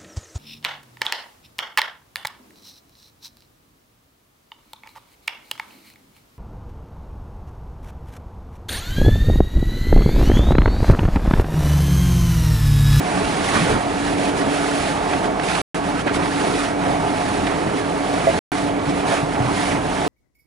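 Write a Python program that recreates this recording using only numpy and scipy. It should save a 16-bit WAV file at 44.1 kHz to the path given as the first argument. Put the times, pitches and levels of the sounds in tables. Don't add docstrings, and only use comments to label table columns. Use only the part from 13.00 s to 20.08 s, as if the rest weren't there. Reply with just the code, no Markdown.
import sys
import numpy as np
from scipy import signal
from scipy.fft import rfft, irfft
from scipy.io import wavfile
from scipy.ndimage import uniform_filter1d

SR = 44100
rng = np.random.default_rng(int(sys.argv[2]) if len(sys.argv) > 2 else 0)


def inscribe(sig):
    pcm = np.round(np.clip(np.atleast_2d(sig).T, -1, 1) * 32767)
    wavfile.write(sys.argv[1], SR, pcm.astype(np.int16))


def elevation(decibels):
    levels = np.asarray(decibels, float)
    return 10 ** (levels / 20)


N = 312228


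def evened(x):
    return x / np.sqrt(np.mean(x ** 2) + 1e-20)


def read(points, hz):
    f, value = np.transpose(points)
    return np.interp(np.log(hz + 1), np.log(f + 1), value)


def add(mix, start_s, sound):
    part = mix[..., round(start_s * SR):][..., :sound.shape[-1]]
    part += sound[..., :part.shape[-1]]


def drift(rate_hz):
    z = rfft(rng.standard_normal(N))
    hz = np.arange(len(z)) * SR / N
    return evened(irfft(z / (1 + (hz / rate_hz) ** 2), N))


def noise(colour_db, size, patchy_db):
    frames = 4 * N // size + 6
    *parts, patches = rng.standard_normal((frames, size // 2 + 1, 5)).T
    patches = uniform_filter1d(patches, size=size // 100, axis=0)
    patches = evened(uniform_filter1d(patches, size=8, axis=1))
    z = np.array(parts[:2]) + 1j * np.array(parts[2:])
    hz = np.fft.rfftfreq(size, 1 / SR)
    z = z * elevation(colour_db(hz)[:, None] + patchy_db * patches)
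    sound = signal.istft(z, nperseg=size, noverlap=3 * size // 4)[1]
    return evened(sound[:, :N])


# freq_hz, density_db
RUSH = [(12, -33), (20, -11.5), (120, -7.5), (169, -4.5), (220, -6), (278, 0), (344, -4.5), (582, -8),
        (719, -6.5), (986, -8), (2230, -19), (4910, -29), (10800, -38), (14100, -66.5), (22000, -120)]
# freq_hz, width_hz, lift_db
DUCTS = [(60, 4.2, -1), (89, 68, 3), (179, 45, 7), (283, 29, 1), (309, 7.2, 7), (422, 44, 8),
         (600, 31, 4.5), (660, 56, 7.5), (721, 38, 11), (716, 14, 7), (856, 10, 13), (913, 9.3, 8.5),
         (1130, 21, 6), (1200, 18, 1.5), (1298, 8.2, 8.5), (1590, 21, -3.5), (2270, 32, 6.5)]
# time_s, pitch_hz, level_db
BLADES = [(0, 284.5, -28.5), (.8, 284, -31), (1.05, 286, -24.5), (1.28, 286, -27.5), (1.5, 285.6, -24),
          (2.0, 284.7, -29.5), (2.6, 283, -33), (3.3, 283.3, -28), (3.9, 286, -24.5), (4.4, 284.6, -29),
          (5.35, 284.5, -28), (5.6, 287.5, -25.5), (5.9, 285.5, -22.5), (6.15, 285.3, -28.5),
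          (6.75, 285.5, -24.5), (7.08, 285, -27.5)]


def blower():
    def colour_db(hz):
        lifts = sum(elevation(db) ** 2 / (1 + (2 * (hz - f) / width) ** 2) for f, width, db in DUCTS)
        return read(RUSH, hz) + 10 * np.log10(1 + lifts)

    rush = elevation(-23 + 0.5 * drift(5.3)) * noise(colour_db, size=8192, patchy_db=-0.93)
    time_s, pitch_hz, level_db = np.transpose(BLADES)
    t = np.arange(N) / SR
    pass_hz = np.interp(t, time_s, pitch_hz) + 0.9 * drift(5.1)
    phase = 2 * np.pi * np.cumsum(pass_hz) / SR
    flutter_db = 2 * evened(drift(20) - 0.97 * drift(28))
    hum = elevation(np.interp(t, time_s, level_db) - 2.5 + flutter_db) * np.sin(phase)
    wobble = elevation(-44.5 + drift(2.5)) * np.sin(phase / 7)
    return rush + np.sqrt(2) * (hum + wobble) * [[1], [0]]


def effort_db(moves, rest_db):
    t = np.arange(0, N, 64) / SR
    power = elevation(rest_db) ** 2
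    for peak_s, rise_s, fall_s, force_db in moves:
        before = (peak_s - t) / max(rise_s, 0.005)
        after = (t - peak_s) / max(fall_s, 0.005)
        away = np.where(t < peak_s, before, after)
        power = power + elevation(force_db - 8.5 * away ** 2.25) ** 2
    return np.interp(np.arange(N) / SR, t, 10 * np.log10(power))


# freq_hz, density_db
HISS = [(800, -23), (2500, -3), (4000, -1.5), (7500, -6.5), (11000, -6.5)]
# freq_hz, density_db
RUB = [(300, -24), (800, 1), (1500, -0.5), (2300, -3), (4000, -12.5), (8000, -39.5)]
# freq_hz, density_db
RUMBLE = [(40, -5.5), (120, -2), (400, 2.5), (800, -2.5), (1500, -11.5), (3000, -32.5)]
# peak_s, rise_s, fall_s, force_db
STROKES = [(.1, 0.1, 1, -38), (.57, 0.15, 0.14, -33.5), (.7, .06, 0.071, -40), (1.07, 0.12, 0.11, -39),
           (1.23, 0.066, 0.11, -37.5), (1.39, 0.042, 0.041, -37.5), (1.57, 0.14, 0.26, -37.5),
           (1.87, 0.29, 0.11, -36.5), (2.15, 0.17, 0.083, -40), (2.25, 0.027, 0.035, -42),
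           (2.45, 0.031, 0.14, -39), (2.56, 0.11, 0.14, -35.5), (2.75, .05, 0.046, -40.5),
           (2.87, 0.044, 0.073, -42), (3.01, 0.06, 0.018, -41), (3.15, 0.019, 0.021, -34),
           (3.36, 0.19, .2, -38), (3.62, .2, 0.091, -36.5), (3.85, 0.061, .25, -43), (4.23, 0.21, 0.5, -40),
           (4.8, 0.048, 0.027, -40.5), (4.95, 0.17, 0.29, -46), (5.38, 0.41, 0.13, -38.5),
           (5.6, 0.19, 0.095, -40), (5.89, 0.049, 0.046, -42), (5.99, 0.06, .04, -40.5),
           (6.11, 0.054, .11, -35), (6.35, 0.098, 0.031, -44), (6.69, 0.24, 0.076, -35.5),
           (6.97, 0.16, 0.49, -40.5)]
# peak_s, half_length_s, weight_db
HEAVES = [(0.303, 0.21, -31.5), (.47, 0.13, -29.5), (0.571, .05, -19), (0.722, 0.087, -23.5),
          (1.198, .3, -37), (1.417, 0.073, -31), (2.012, 0.27, -30.5), (2.448, 0.19, -32),
          (2.982, 0.046, -28), (3.072, 0.01, -24), (3.192, 0.086, -29), (3.52, 0.14, -32.5),
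          (3.888, 0.11, -26.5), (4.15, 0.24, -36.5), (4.525, .15, -30.5), (4.725, 0.19, -31),
          (5.353, .2, -30.5), (5.7, 0.46, -37), (6.116, .1, -29), (6.505, 0.14, -28), (6.735, 0.21, -28.5)]


def sheet():
    hiss_db = effort_db(STROKES, rest_db=-52)
    rumble_db = effort_db([(s, half, half, db) for s, half, db in HEAVES], rest_db=-37)
    stroke_rub_db = -34 + 0.82 * (hiss_db + 40)
    heave_rub_db = rumble_db - 10.5
    rub_db = 10 * np.log10(elevation(stroke_rub_db) ** 2 + elevation(heave_rub_db) ** 2)
    slips_db = drift(35)
    slip_rate = uniform_filter1d(rng.exponential(1, N), size=12)
    grit = evened(elevation(2.0 * slip_rate * np.sqrt(12) / 2))
    hiss = noise(lambda hz: read(HISS, hz), size=512, patchy_db=0.7) * grit
    rub = noise(lambda hz: read(RUB, hz), size=512, patchy_db=2.5)
    rumble = noise(lambda hz: read(RUMBLE, hz), size=2048, patchy_db=3.0)
    hiss = hiss * elevation(hiss_db + 5.5 + 0.81 * slips_db)
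    rub = rub * elevation(rub_db + 2.5 + 0.86 * slips_db)
    return hiss + rub + rumble * elevation(rumble_db + 3.5)


# start_s, peak_db, pitch_hz, t60_s
THUMPS = [(0.127, -31, 174, 0.096), (0.564, -24.5, 229, 0.15), (0.611, -14, 169, 0.16),
          (0.679, -24, 141.6, 0.14), (0.733, -21.5, 197, 0.21), (2.851, -26, 199, 0.16),
          (3.853, -22, 254, 0.1), (3.954, -30, 165, 0.32), (5.872, -13.5, 155, 0.057),
          (5.909, -17.5, 186, 0.16), (6.108, -28, 212, 0.16), (6.226, -15.5, 154.4, 0.092),
          (6.399, -16.5, 124.3, 0.19), (6.449, -19, 130, 0.18)]


def thumps():
    out, t = np.zeros((2, N)), np.arange(9000) / SR
    for start_s, peak_db, pitch_hz, t60_s in THUMPS:
        swell = np.minimum(t / 0.0048, 1)
        push = elevation(peak_db + 3.5 - 60 * t / t60_s) * swell * np.sin(2 * np.pi * pitch_hz * t)
        add(out[0], start_s, push)
    return out


def puffs(events):
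    out, t = np.zeros((2, N)), np.arange(6000) / SR
    hz = np.fft.rfftfreq(len(t), 1 / SR)
    for start_s, peak_db, centre_hz, t60_s in events:
        colour = (hz / (centre_hz + hz ** 2 / centre_hz)) ** 3
        puff = evened(irfft(rfft(rng.standard_normal((2, len(t)))) * colour, len(t)))
        swell = np.minimum(t / (0.05 * t60_s), 1)
        add(out, start_s, elevation(peak_db - 11 - 60 * t / t60_s) * swell * puff)
    return out


# start_s, peak_db, centre_hz, t60_s
SCUFFS = [
    (3.068, -6, 1150, .2),
    (4.465, -13, 1600, .1),
    (.678, -12, 500, .3),
    (.562, -14, 500, .2),
    (6.1, -11, 1300, .3),
]


def scuffs():
    return puffs(SCUFFS)


# start_s, peak_db, pitch_factor
KNOCKS = [
    (5.2693, -5, 1.0),
    (6.118, -13, 1.03),
    (.698, -13, .65),
    (5.66, -20, 1.07),
]
# freq_hz, level_db, t60_s
WOOD = [
    (550, -6, .45),
    (660, 0, .45),
    (800, -14, .25),
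    (2030, -18, .15),
]


def knocks():
    out, t = np.zeros((2, N)), np.arange(9000) / SR
    rise_s, damp_s = 0.003, 0.05
    for start_s, peak_db, factor in KNOCKS:
        ring = np.zeros(len(t))
        for freq_hz, level_db, t60_s in WOOD:
            mode = np.cos(2 * np.pi * freq_hz * factor * (t - rise_s))
            ring += elevation(level_db - 60 * t / t60_s) * mode
        swell = np.minimum(t / rise_s, 1) ** 1.5
        add(out[0], start_s, elevation(peak_db - 2.2 - 20 * (t / damp_s) ** 4) * swell * ring)
    return out


# start_s, peak_db, centre_hz, t60_s
SNAPS = [(1.412, -15, 1680, 0.06), (2.0731, -22, 2240, 0.07), (2.132, -8, 1430, 0.062),
         (2.2404, -12, 1290, 0.057), (2.395, -9, 1240, 0.054), (2.4294, -11, 1120, 0.077),
         (2.474, -12, 1990, 0.25), (2.5507, -6, 1700, 0.044), (2.5862, -20, 2070, 0.046),
         (2.99, -15, 1200, 0.07), (3.0734, -19, 1120, 0.07), (3.142, -13, 1400, 0.088),
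         (3.1984, -18, 1130, 0.07), (3.2226, -12, 1400, 0.063), (3.2568, -10.5, 1190, 0.055),
         (3.9984, -23, 1710, 0.07), (4.209, -13, 1000, 0.076), (4.4682, -11, 1593, 0.064),
         (4.7997, -21, 1140, 0.099), (5.1483, -23, 1062, 0.07), (5.79, -14, 1160, 0.073),
         (6.3514, -12, 1040, 0.058), (7.0471, -12, 1000, 0.048)]


def snaps():
    return puffs(SNAPS)


# freq_hz, likeness_0_to_1
LIKENESS = [(30, .97), (400, .95), (1000, .91), (1700, .7), (2600, .52), (5000, .56), (11000, .82)]
# freq_hz, lead_rad
LEAD = [(30, -.15), (110, -.4), (200, -.7), (280, -1.15), (600, -1.35), (1200, -1.45), (1600, -1.1),
        (2400, 0), (10000, .15)]
# freq_hz, tilt_db
TILT = [(60, 0.5), (110, -0.5), (190, -0.5), (330, -2), (590, -2.5), (1050, -3.5), (1860, -7), (3300, -3),
        (5850, -1.5), (10400, -0.5)]


def scene():
    shared, apart = rfft(blower() + sheet() + thumps() + scuffs() + knocks() + snaps())
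    hz = np.fft.rfftfreq(N, 1 / SR)
    same = np.clip(read(LIKENESS, hz), 0, 1)
    left = same * shared * np.exp(1j * read(LEAD, hz)) + np.sqrt(1 - same ** 2) * apart
    half_tilt_db = read(TILT, hz) / 2
    return irfft([left * elevation(half_tilt_db), shared * elevation(-half_tilt_db)], N)


def roll_off(x):
    return signal.sosfilt(signal.butter(12, 16300, fs=SR, output="sos"), x)


# start_s, end_s
GAPS = [
    (2.61698, 2.74494),
    (5.39030, 5.51828),
]


def record(dry):
    lowpass = signal.firwin(2001, 11020, window=("kaiser", 9), fs=SR)
    out = signal.oaconvolve(dry, lowpass[None], "same")
    out = signal.sosfilt(signal.butter(3, 36, "high", fs=SR, output="sos"), out)
    t = np.arange(N) / SR
    for start_s, end_s in GAPS:
        out = out * ((t < start_s) | (t >= end_s))
    return roll_off(out)


dry = scene()
out = record(dry)
inscribe(out)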